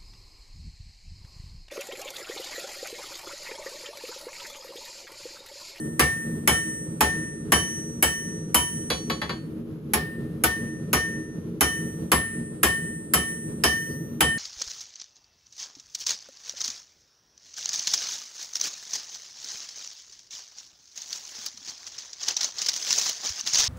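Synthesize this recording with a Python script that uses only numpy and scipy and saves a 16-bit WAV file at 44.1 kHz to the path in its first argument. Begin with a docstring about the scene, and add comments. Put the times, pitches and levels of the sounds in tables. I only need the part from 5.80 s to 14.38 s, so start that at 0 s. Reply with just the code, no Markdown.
"""Under a shed roof, two microphone ports close together: a forge burner roars nearby throughout.
An old anvil ring is dying as a hand hammer begins to forge a hot bar; each blow clanks, rings the anvil
and sends a late thud through its stand. Near 3.1 s the hammer bounces to rest on the bare face.
Forging resumes at 4.1 s; at 8.1 s the bar scrapes faintly, before the last blow.
The right port hears the treble with a lag; gain control ducks the loudest moments."""
import sys
import numpy as np
from scipy import signal
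from scipy.fft import rfft, irfft, next_fast_len
from scipy.io import wavfile
from scipy.ndimage import uniform_filter1d

SR = 44100
rng = np.random.default_rng(int(sys.argv[2]) if len(sys.argv) > 2 else 0)


def to_wav(s):
    """Save 16-bit WAV."""
    ch = np.atleast_2d(s).T  # columns
    pcm = np.round(np.clip(ch, -1, 1) * 32767)  # PCM
    wavfile.write(sys.argv[1], SR, pcm.astype(np.int16))


N = 378368


def amp(db):
    """Decibels to gain."""
    return 10 ** (np.asarray(db) / 20)


def at_hz(table, hz, axis=1):
    """One column of a table, joined on a log-frequency axis."""
    table = np.array(table)
    return np.interp(np.log(hz), np.log(table[:, 0]), table[:, axis])


def lowpass(x, order, hz):
    """Butterworth low-pass."""
    return signal.sosfilt(signal.butter(order, hz, fs=SR, output="sos"), x)


def bandpass(x, low_hz, high_hz):
    """Second-order Butterworth band-pass."""
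    return signal.sosfilt(signal.butter(2, [low_hz, high_hz], "band", fs=SR, output="sos"), x)


# likeness of the diffuse sound at the two ports: (pitch [Hz], left-right likeness [0..1])
PORT_LIKENESS = [(100, 0.98), (300, 0.95), (700, 0.49), (1500, 0.044), (5500, 0.022), (8000, 0.94)]


def pair(mid, side, hz):
    """Left and right from two noises, as alike as the field is at this pitch."""
    alike = np.clip(at_hz(PORT_LIKENESS, hz), 0, 1)
    opposed = side * [[1], [-1]]
    return (np.sqrt(1 + alike) * mid + np.sqrt(1 - alike) * opposed) / np.sqrt(2)


# burner roar and the hiss above it: (pitch [Hz], level [dB per Hz])
ROAR_COLOUR = [(30, -26), (60, -12), (100, -6.5), (200, -9.5), (450, -10.5), (560, -17.5), (750, -31.5),
               (1300, -30), (2000, -38.5), (3100, -41), (5000, -47.5), (8500, -51.5), (11500, -43.5),
               (15500, -51.5)]
# resonances of the forge chamber: (pitch [Hz], width [Hz], boost [dB])
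CHAMBER = [(162.8, 56, 13.5), (230.6, 18.3, 14.5), (317.6, 25.7, 14), (422.6, 25, 7)]
ROAR_DB = -34


def burner(flutter_db=2.0, flutter_hz=6):
    """Flame noise through the chamber resonances, fluttering a little."""
    hz = np.maximum(np.arange(N // 2 + 1) * SR / N, 1)
    colour_db = at_hz(ROAR_COLOUR, hz)
    for peak_hz, width_hz, boost_db in CHAMBER:
        colour_db = colour_db + boost_db / (1 + ((hz - peak_hz) / (width_hz / 2)) ** 2)
    mid, side = rfft(rng.standard_normal((2, N))) * amp(colour_db)
    roar = irfft(pair(mid, side, hz), N)
    flutter = lowpass(rng.standard_normal(N), 2, flutter_hz)
    level_db = ROAR_DB + flutter_db * flutter / flutter.std()
    return amp(level_db) * roar / roar.std()


# forging blows on the bar; the first falls before time zero and only its ring is left:
# (time [s], clank [dB], clank treble [dB], low ring [dB], middle ring [dB], treble ring [dB],
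#  spot on the face [-1..1], lowest mode [dB re low ring], first and second long ring [dB re their family])
BLOWS = [(-0.32, -4.5, -1, -12.5, -13, -28, 0.99, 11, -0.5, 13),
         (0.194, 0.5, 0.5, -18.5, -30.5, -29, 0.7, 2, -6.5, 15),
         (0.675, -0.5, 2.5, -20.5, -17.5, -25.5, 0.71, 8, 0.5, 10),
         (1.207, -0.5, 0, -19.5, -24.5, -28.5, 0.45, 6, -2.5, -7),
         (1.72, 0, 2.5, -25, -15.5, -25.5, 0.62, 11, 4.5, 7),
         (2.225, -3.5, 4, -27, -15, -28, 0.83, 10, 5.5, -5),
         (2.744, -3.5, 6.5, -25, -14.5, -26, 0.73, 1.5, 3.5, 5),
         (4.135, -6, 1, -29.5, -37, -47, 0.56, 14, -13.5, 17),
         (4.637, -4, 5, -22, -27, -34.5, 0.46, -1, -0.5, -9),
         (5.13, -4, 1, -20, -27, -32, 0.19, -1.5, -3.5, -15),
         (5.808, -3, 2.5, -23, -15, -27, 0.32, -2, -6, 10), (6.317, 0, 0, -20.5, -25.5, -33, 1, 6, -8, 8),
         (6.831, -1.5, 5, -15, -17, -30, 1, 1.5, -4, 8),
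         (7.336, -3.5, 4, -19, -19.5, -29.5, 0.88, 1, -3, 12),
         (7.837, -3, -1, -21.5, -16, -27.5, -0.055, 11, -3.5, 13.5),
         (8.406, -2, 2, -16.5, -12, -31, 0.95, 3, -4, 8)]
# the hammer, dropped on the bare face, bounces to rest:
# (time [s], clank [dB], clank treble [dB], hammer ring [dB])
BOUNCES = [(3.101, -14, -18.5, -20), (3.298, -17.5, -26, -24), (3.415, -17.5, -33, -29.5),
           (3.493, -20, -37, -30)]
# anvil rings under a bounce: (low [dB re hammer ring], middle [same], treble [dB re clank treble])
BOUNCE_RINGS_DB = [-26.5, -16, -23.5]
BOUNCE_SPOT = -0.52   # where bounces land on the face, -1..1


def contacts():
    """Blows and bounces in time order; columns as for a blow, then the hammer ring in dB."""
    low_db, middle_db, treble_ring_db = BOUNCE_RINGS_DB
    rows = [row + (-np.inf,) for row in BLOWS]   # no hammer ring on the soft bar
    for s, clank_db, treble_db, head_db in BOUNCES:
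        rings_db = (head_db + low_db, head_db + middle_db, treble_db + treble_ring_db)
        rows.append((s, clank_db, treble_db) + rings_db + (BOUNCE_SPOT, 0, 0, 0, head_db))
    return np.array(sorted(rows)).T


def clicks(gains):
    """One click at each contact from time zero on."""
    s = contacts()[0]
    out = np.full(N, 1e-18)
    out[np.round(s[s >= 0] * SR).astype(int)] = gains[s >= 0]
    return out


def fade(gains, t60):
    """An envelope that jumps at each click and dies."""
    return signal.lfilter([1], [1, -amp(-60 / (t60 * SR))], clicks(gains))


# anvil mode pitches: (pitch [Hz])
ANVIL_HZ = [1765, 1811, 3049, 3202, 5660, 5770, 5927, 6595, 7638, 7861, 8080, 8235, 8420, 8622, 8723, 8990,
            9372, 9793, 10055, 10513, 13677, 14210, 14505, 15056, 15366, 15485, 3035, 3056, 1816]
STOP_S = 0.0024   # a blow fades the old ring out in this time


def rings(hz, t60, struck_db, bloom):
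    """Modes build and die after every contact, dealt into five groups; a blow stops older rings."""
    s, blows, t = contacts()[0], np.array(BLOWS)[:, 0], np.arange(SR) / SR
    hz, t60 = np.array(hz)[:, None], np.array(t60)[:, None]
    envelopes = np.minimum(t * hz / bloom, 1) * amp(-60 * t / t60)
    shapes = envelopes * np.sin(2 * np.pi * hz * t)
    # the twin of the low ring starts against it, so the pair swells
    shapes[hz[:, 0] == ANVIL_HZ[-1]] *= -1
    dealt = np.arange(5)[:, None] == np.arange(len(hz)) % 5
    out = np.zeros((5, N + 2 * SR))   # a spare second at each end
    for start, gains in zip(s, amp(struck_db).T):
        left = np.append(blows[blows > start], np.inf)[0] - start   # time to the next blow
        at = SR + round(start * SR)
        out[:, at:at + SR] += (dealt * gains) @ shapes * np.clip(1 + (left - t) / STOP_S, 0, 1)
    return out[:, SR:SR + N]


# anvil modes at those pitches: (level [dB within the family], t60 [s])
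ANVIL = [(7, 0.17), (0, 0.64), (5, 0.24), (1, 0.09), (3, 0.28), (-6, 0.36), (-7, 1.14), (-5, 0.4), (8, 0.2),
         (5, 0.27), (-1.5, 0.15), (2, 1.4), (1.5, 0.4), (4, 0.95), (-8.5, 0.6), (-8.5, 0.2), (-0.5, 0.38),
         (7, 0.3), (-13.5, 0.44), (-1.5, 0.5), (8, 0.99), (0.5, 1.4), (7.5, 0.76), (-1, .59), (2, 0.43),
         (-1, 0.5), (-19, 0.5), (-15, 0.5), (-10, 0.35)]
# families of treble modes of the anvil: (pitch [Hz], level [dB re treble ring], tilt [dB per unit of spot])
FAMILIES = [(5800, 2, -4.5), (8337, -9, 14.5), (8835, 1, -2), (9800, 0, 1.5), (10510, -3, 14.5),
            (14200, -22, -4), (15300, -16.5, 9)]
# long modes whose strength differs from blow to blow: (pitch [Hz])
LONG_RING_HZ = [5927, 14210]
# hammer head, heard in bounces: (pitch [Hz]); (level [dB re hammer ring], t60 [s])
HAMMER_HZ = [3391, 3974, 4422, 4692, 6783, 4560]
HAMMER = [(-9, 0.2), (-9.5, 0.2), (-7, 0.3), (-8, 0.07), (-20, 0.33), (-17, 0.12)]
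# wooden handle, heard in bounces: (pitch [Hz]); (level [dB re hammer ring], t60 [s])
HANDLE_HZ = [484, 528, 1114]
HANDLE = [(4, 0.09), (-9, 0.2), (-0.5, 0.057)]
# bar: (pitch [Hz]); (level [dB re clank], t60 [s])
BAR_HZ = [742, 966, 1111, 2231]
BAR = [(-27, 0.24), (-30, 0.16), (-36.5, 0.39), (-29, 0.29)]
LOW_RING_TOP_HZ, MIDDLE_RING_TOP_HZ = 2300, 4200
# cycles a mode takes to build: low ring; lowest mode and middle ring; treble and hammer; short modes
LOW_SWELL_CYCLES, SWELL_CYCLES, BLOOM_CYCLES, CLANG_BLOOM_CYCLES = 70, 110, 5.3, 6.2


def anvil_strengths():
    """Strength of each anvil mode at each contact, in dB: by register, and in the treble by spot."""
    _, _, _, low_db, middle_db, treble_db, spot, lowest_db, *long_db, _ = contacts()
    family_hz, family_db, per_spot_db = np.transpose(FAMILIES)
    struck_db = []
    for hz in ANVIL_HZ:
        k = np.argmin(abs(np.log(hz / family_hz)))   # nearest family
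        if hz < LOW_RING_TOP_HZ:
            struck_db.append(low_db)
        elif hz < MIDDLE_RING_TOP_HZ:
            struck_db.append(middle_db)
        else:
            struck_db.append(treble_db + family_db[k] + per_spot_db[k] * spot)
    struck_db[0] = low_db + lowest_db
    for hz, db in zip(LONG_RING_HZ, long_db):
        k = ANVIL_HZ.index(hz)
        struck_db[k] = struck_db[k] + db
    return struck_db


def anvil_bloom(hz):
    """Cycles an anvil mode takes to build: the low and middle rings are slower."""
    if ANVIL_HZ[0] < hz < LOW_RING_TOP_HZ:
        return LOW_SWELL_CYCLES
    return SWELL_CYCLES if hz < MIDDLE_RING_TOP_HZ else BLOOM_CYCLES


def metal(scatter_db=2.0, waver=0.13, waver_hz=11):
    """Anvil, hammer, handle and bar ring as decaying sine modes."""
    s, clank_db, *_, head_db = contacts()
    struck_db = anvil_strengths() + [head_db] * len(HAMMER + HANDLE) + [clank_db] * len(BAR)
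    level_db, t60 = np.transpose(ANVIL + HAMMER + HANDLE + BAR)
    scatter = rng.normal(0, scatter_db, (len(s), len(t60))).T
    struck_db = struck_db + level_db[:, None] + scatter
    bloom = [anvil_bloom(hz) for hz in ANVIL_HZ]
    bloom += [BLOOM_CYCLES] * len(HAMMER) + [CLANG_BLOOM_CYCLES] * len(HANDLE + BAR)
    all_hz = ANVIL_HZ + HAMMER_HZ + HANDLE_HZ + BAR_HZ
    groups = rings(all_hz, t60, struck_db, np.array(bloom)[:, None])
    # the rings waver, neighbouring modes apart from each other and a little differently on each side
    slow = lowpass(rng.standard_normal((2, 5, N)), 2, waver_hz)
    slow = slow + slow[0]
    return np.sum(groups * (1 + waver * slow / slow.std()), axis=1)


# clank: (pitch [Hz], level [dB per Hz], first t60 [s], tail level [dB re first], tail t60 [s])
CLANK = [(125, -12, 0.42, -22, 0.28), (256, -5.5, 0.074, -2.5, 0.16), (440, -8, 0.24, -20.5, 0.3),
         (578, -12, 0.22, -29.5, 0.72), (1115, -10.5, 0.079, -24, 0.64), (1980, -10.5, 0.11, -20, 0.69),
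         (4020, -27.5, 0.3, -27, 0.93), (7480, -23.5, 0.1, -13.5, 0.22), (9100, -18.5, 0.021, -14, 0.088),
         (12400, -17, 0.054, -21, 0.48), (15700, -25, 0.058, -10, 0.6)]
# a bright bite in the clank when a blow lands on the far half of the face
BITE_HZ, BITE_OCTAVES, BITE_DB = 5050, 0.064, 18.5


def clank_level(hz):
    """Strength of each contact at one pitch in dB, and how far into the treble that pitch lies, 0..1."""
    _, clank_db, treble_db, _, _, _, spot, *_, head_db = contacts()
    bite_db = BITE_DB * (spot < 0) * np.isinf(head_db)   # blows only, not bounces
    bright = np.clip(np.log2(hz / 2000) / 2, 0, 1) ** 2
    bite = np.exp(-(np.log2(hz / BITE_HZ) / BITE_OCTAVES) ** 2)
    level_db = (1 - bright) * clank_db + bright * treble_db + bite * bite_db + at_hz(CLANK, hz)
    return level_db, bright


NOISE_DB, NOISE_TREBLE_DB = 9, -5.5   # noisy part re clank level; change towards the treble
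CRACK_DB, CRACK_T60_S = 5.5, 0.012   # first instant of contact, re noisy part


def clank(grain_db=2.0, rise_s=0.0013):
    """Dense short modes and roof echoes: grainy noise dying band by band, fast and then slow."""
    out = 0
    grain = amp(grain_db * np.repeat(rng.standard_normal(N // 40 + 1), 40)[:N])
    white = rng.standard_normal((2, 2, N)) * grain
    edges = 90 * 2 ** np.arange(0, 7.6, .5)   # half-octave bands [Hz]
    for k, (low, high) in enumerate(zip(edges, edges[1:])):
        hz = np.sqrt(low * high)
        mid, side = bandpass(white[k % 2], low, high)
        level_db, bright = clank_level(hz)
        gains = amp(level_db + NOISE_DB + NOISE_TREBLE_DB * bright)
        crack = amp(CRACK_DB) * fade(gains, CRACK_T60_S)
        first = fade(gains, at_hz(CLANK, hz, axis=2))
        tail = amp(at_hz(CLANK, hz, axis=3)) * fade(gains, at_hz(CLANK, hz, axis=4))
        slow = np.exp(-1 / (SR * (rise_s + 3.3 / hz)))   # lows take a few cycles to build
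        envelope = signal.lfilter([1 - slow], [1, -slow], crack + first + tail)
        out = out + pair(mid, side, hz) * envelope
    return out


CLANG_DB, CLANG_SCATTER_DB = -12, 4   # level re clank level; spread from mode to mode
CLANG_T60_S = 0.1   # median
CLANG_LOW_HZ, CLANG_HIGH_HZ = 800, 15600   # before the pitch change
CLANG_SHIFT, CLANG_WIDTH = 0.0308, 0.22   # pitch change per contact as a share; left-right spread


def clang(count=170):
    """A crowd of short steel modes whose pitches and strengths change with every contact."""
    s, t, out = contacts()[0], np.arange(SR // 5) / SR, np.zeros((2, N + SR))
    rest_hz = rng.uniform(np.sqrt(CLANG_LOW_HZ), np.sqrt(CLANG_HIGH_HZ), count) ** 2
    shift, scatter, lasting, side = np.moveaxis(rng.standard_normal((len(s), 4, count)), 1, 0)
    for k in np.flatnonzero(s >= 0):
        hz = rest_hz * (1 + CLANG_SHIFT * shift[k])
        t60 = CLANG_T60_S * amp(2.4 * lasting[k])
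        level_db = clank_level(hz[:, None])[0][:, k]
        gains = amp(level_db + CLANG_DB + CLANG_SCATTER_DB * scatter[k])
        cycles = np.outer(hz, t)
        envelopes = np.minimum(cycles / CLANG_BLOOM_CYCLES, 1) * amp(-60 * t / t60[:, None])
        shapes = envelopes * np.sin(2 * np.pi * cycles)
        at = round(s[k] * SR)
        out[:, at:at + len(t)] += gains * (1 + CLANG_WIDTH * side[k] * [[1], [-1]]) @ shapes
    return out[:, :N]


SHED_DB, SHED_T60_S = -8.5, 0.2   # echoes from roof and posts
SHED_CUT_HZ = 6000   # echoes are dull above this


def shed(x):
    """Scattered echoes, other ones on each side: rings swell, beat and break up."""
    t = np.arange(SR // 2) / SR
    echoes = rng.standard_normal((2, len(t))) * amp(-60 * t / SHED_T60_S) * np.minimum(t / .008, 1)
    echoes = lowpass(echoes, 4, SHED_CUT_HZ)
    echoes /= np.sqrt(np.sum(echoes ** 2, axis=1, keepdims=True))
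    return x + amp(SHED_DB) * signal.oaconvolve(x, echoes, axes=1)[:, :N]


THUD_DB = -21.5   # re clank


def thud(hz=72, peak_s=0.042, steep=3.4):
    """The stand rocks on the ground: a low tone that swells late and stops soon."""
    t = np.arange(SR // 4) / SR
    swell = (t / peak_s * np.exp(1 - t / peak_s)) ** steep
    shape = swell * np.cos(2 * np.pi * hz * (t - .0505))
    return signal.oaconvolve(clicks(amp(contacts()[1] + THUD_DB)), shape)[:N]


SCRAPE_S, SCRAPE_LENGTH_S, SCRAPE_DB = 8.12, 0.03, -59   # middle of the swell; time to fall to 1/e
SCRAPE_HZ, SCRAPE_WIDTH_HZ = 4880, 1100


def scrape():
    """The bar slides on the face: a faint swell of gritty band-passed noise."""
    grit = rng.standard_normal((2, N)) * rng.exponential(1, N)
    band = bandpass(grit, SCRAPE_HZ - SCRAPE_WIDTH_HZ / 2, SCRAPE_HZ + SCRAPE_WIDTH_HZ / 2)
    band = band / np.sqrt(4 * SCRAPE_WIDTH_HZ / SR)   # to about unit level
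    swell = np.exp(-((np.arange(N) / SR - SCRAPE_S) / SCRAPE_LENGTH_S) ** 2)
    return amp(SCRAPE_DB) * swell * band


# right port against left: (pitch [Hz], lag [radians], gain [dB])
PORTS = [(700, 0, 0), (1800, 1.2, -1), (2300, 1.9, -2), (3050, .3, 1), (5000, .6, 2), (5600, 2.2, 2.5),
         (6150, 5.7, 1), (6800, 6, 0), (7840, 3.7, 0), (9130, 2.8, 0), (10400, .4, 0), (11500, -.4, 0),
         (12700, -2.9, 0), (13900, -3.4, 0), (15200, -6.2, 0)]


def right_port(x):
    """The right microphone port hears each pitch with its own phase lag and gain."""
    size = next_fast_len(N + 4096)
    hz = np.arange(size // 2 + 1) * SR / size
    port_hz, lag, gain_db = np.transpose(PORTS)
    port = amp(np.interp(hz, port_hz, gain_db)) * np.exp(-1j * np.interp(hz, port_hz, lag))
    return irfft(rfft(x, size) * port, size)[:N]


def scene():
    """Everything as it reaches the two ports; only the rings and short modes go through the shed echoes."""
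    left, right = shed(metal() + clang()) + thud() + clank() + burner() + scrape()
    return np.array([left, right_port(right)])


TREBLE_EDGE_HZ, CUTOFF_HZ = 15750, 16990


def record(dry, knee_db=-22, share=0.39, release_db_s=60):
    """Gain control backs off by a share of the excess above the knee and recovers; the top is cut."""
    power = uniform_filter1d(np.mean(dry ** 2, axis=0), size=220)
    level_db = 10 * np.log10(power + 1e-12)
    ramp = release_db_s * np.arange(N) / SR
    held_db = np.maximum.accumulate(level_db + ramp) - ramp   # falls no faster than the release
    duck_db = uniform_filter1d(share * np.maximum(held_db - knee_db, 0), size=100)
    ducked = dry * amp(-duck_db)
    # a shallow step down at the treble edge, then a deep cut
    dull = signal.sosfilt(signal.cheby2(8, 22, TREBLE_EDGE_HZ + 150, fs=SR, output="sos"), ducked)
    return signal.sosfilt(signal.cheby2(12, 70, CUTOFF_HZ, fs=SR, output="sos"), dull)


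dry = scene()
out = record(dry)
to_wav(out)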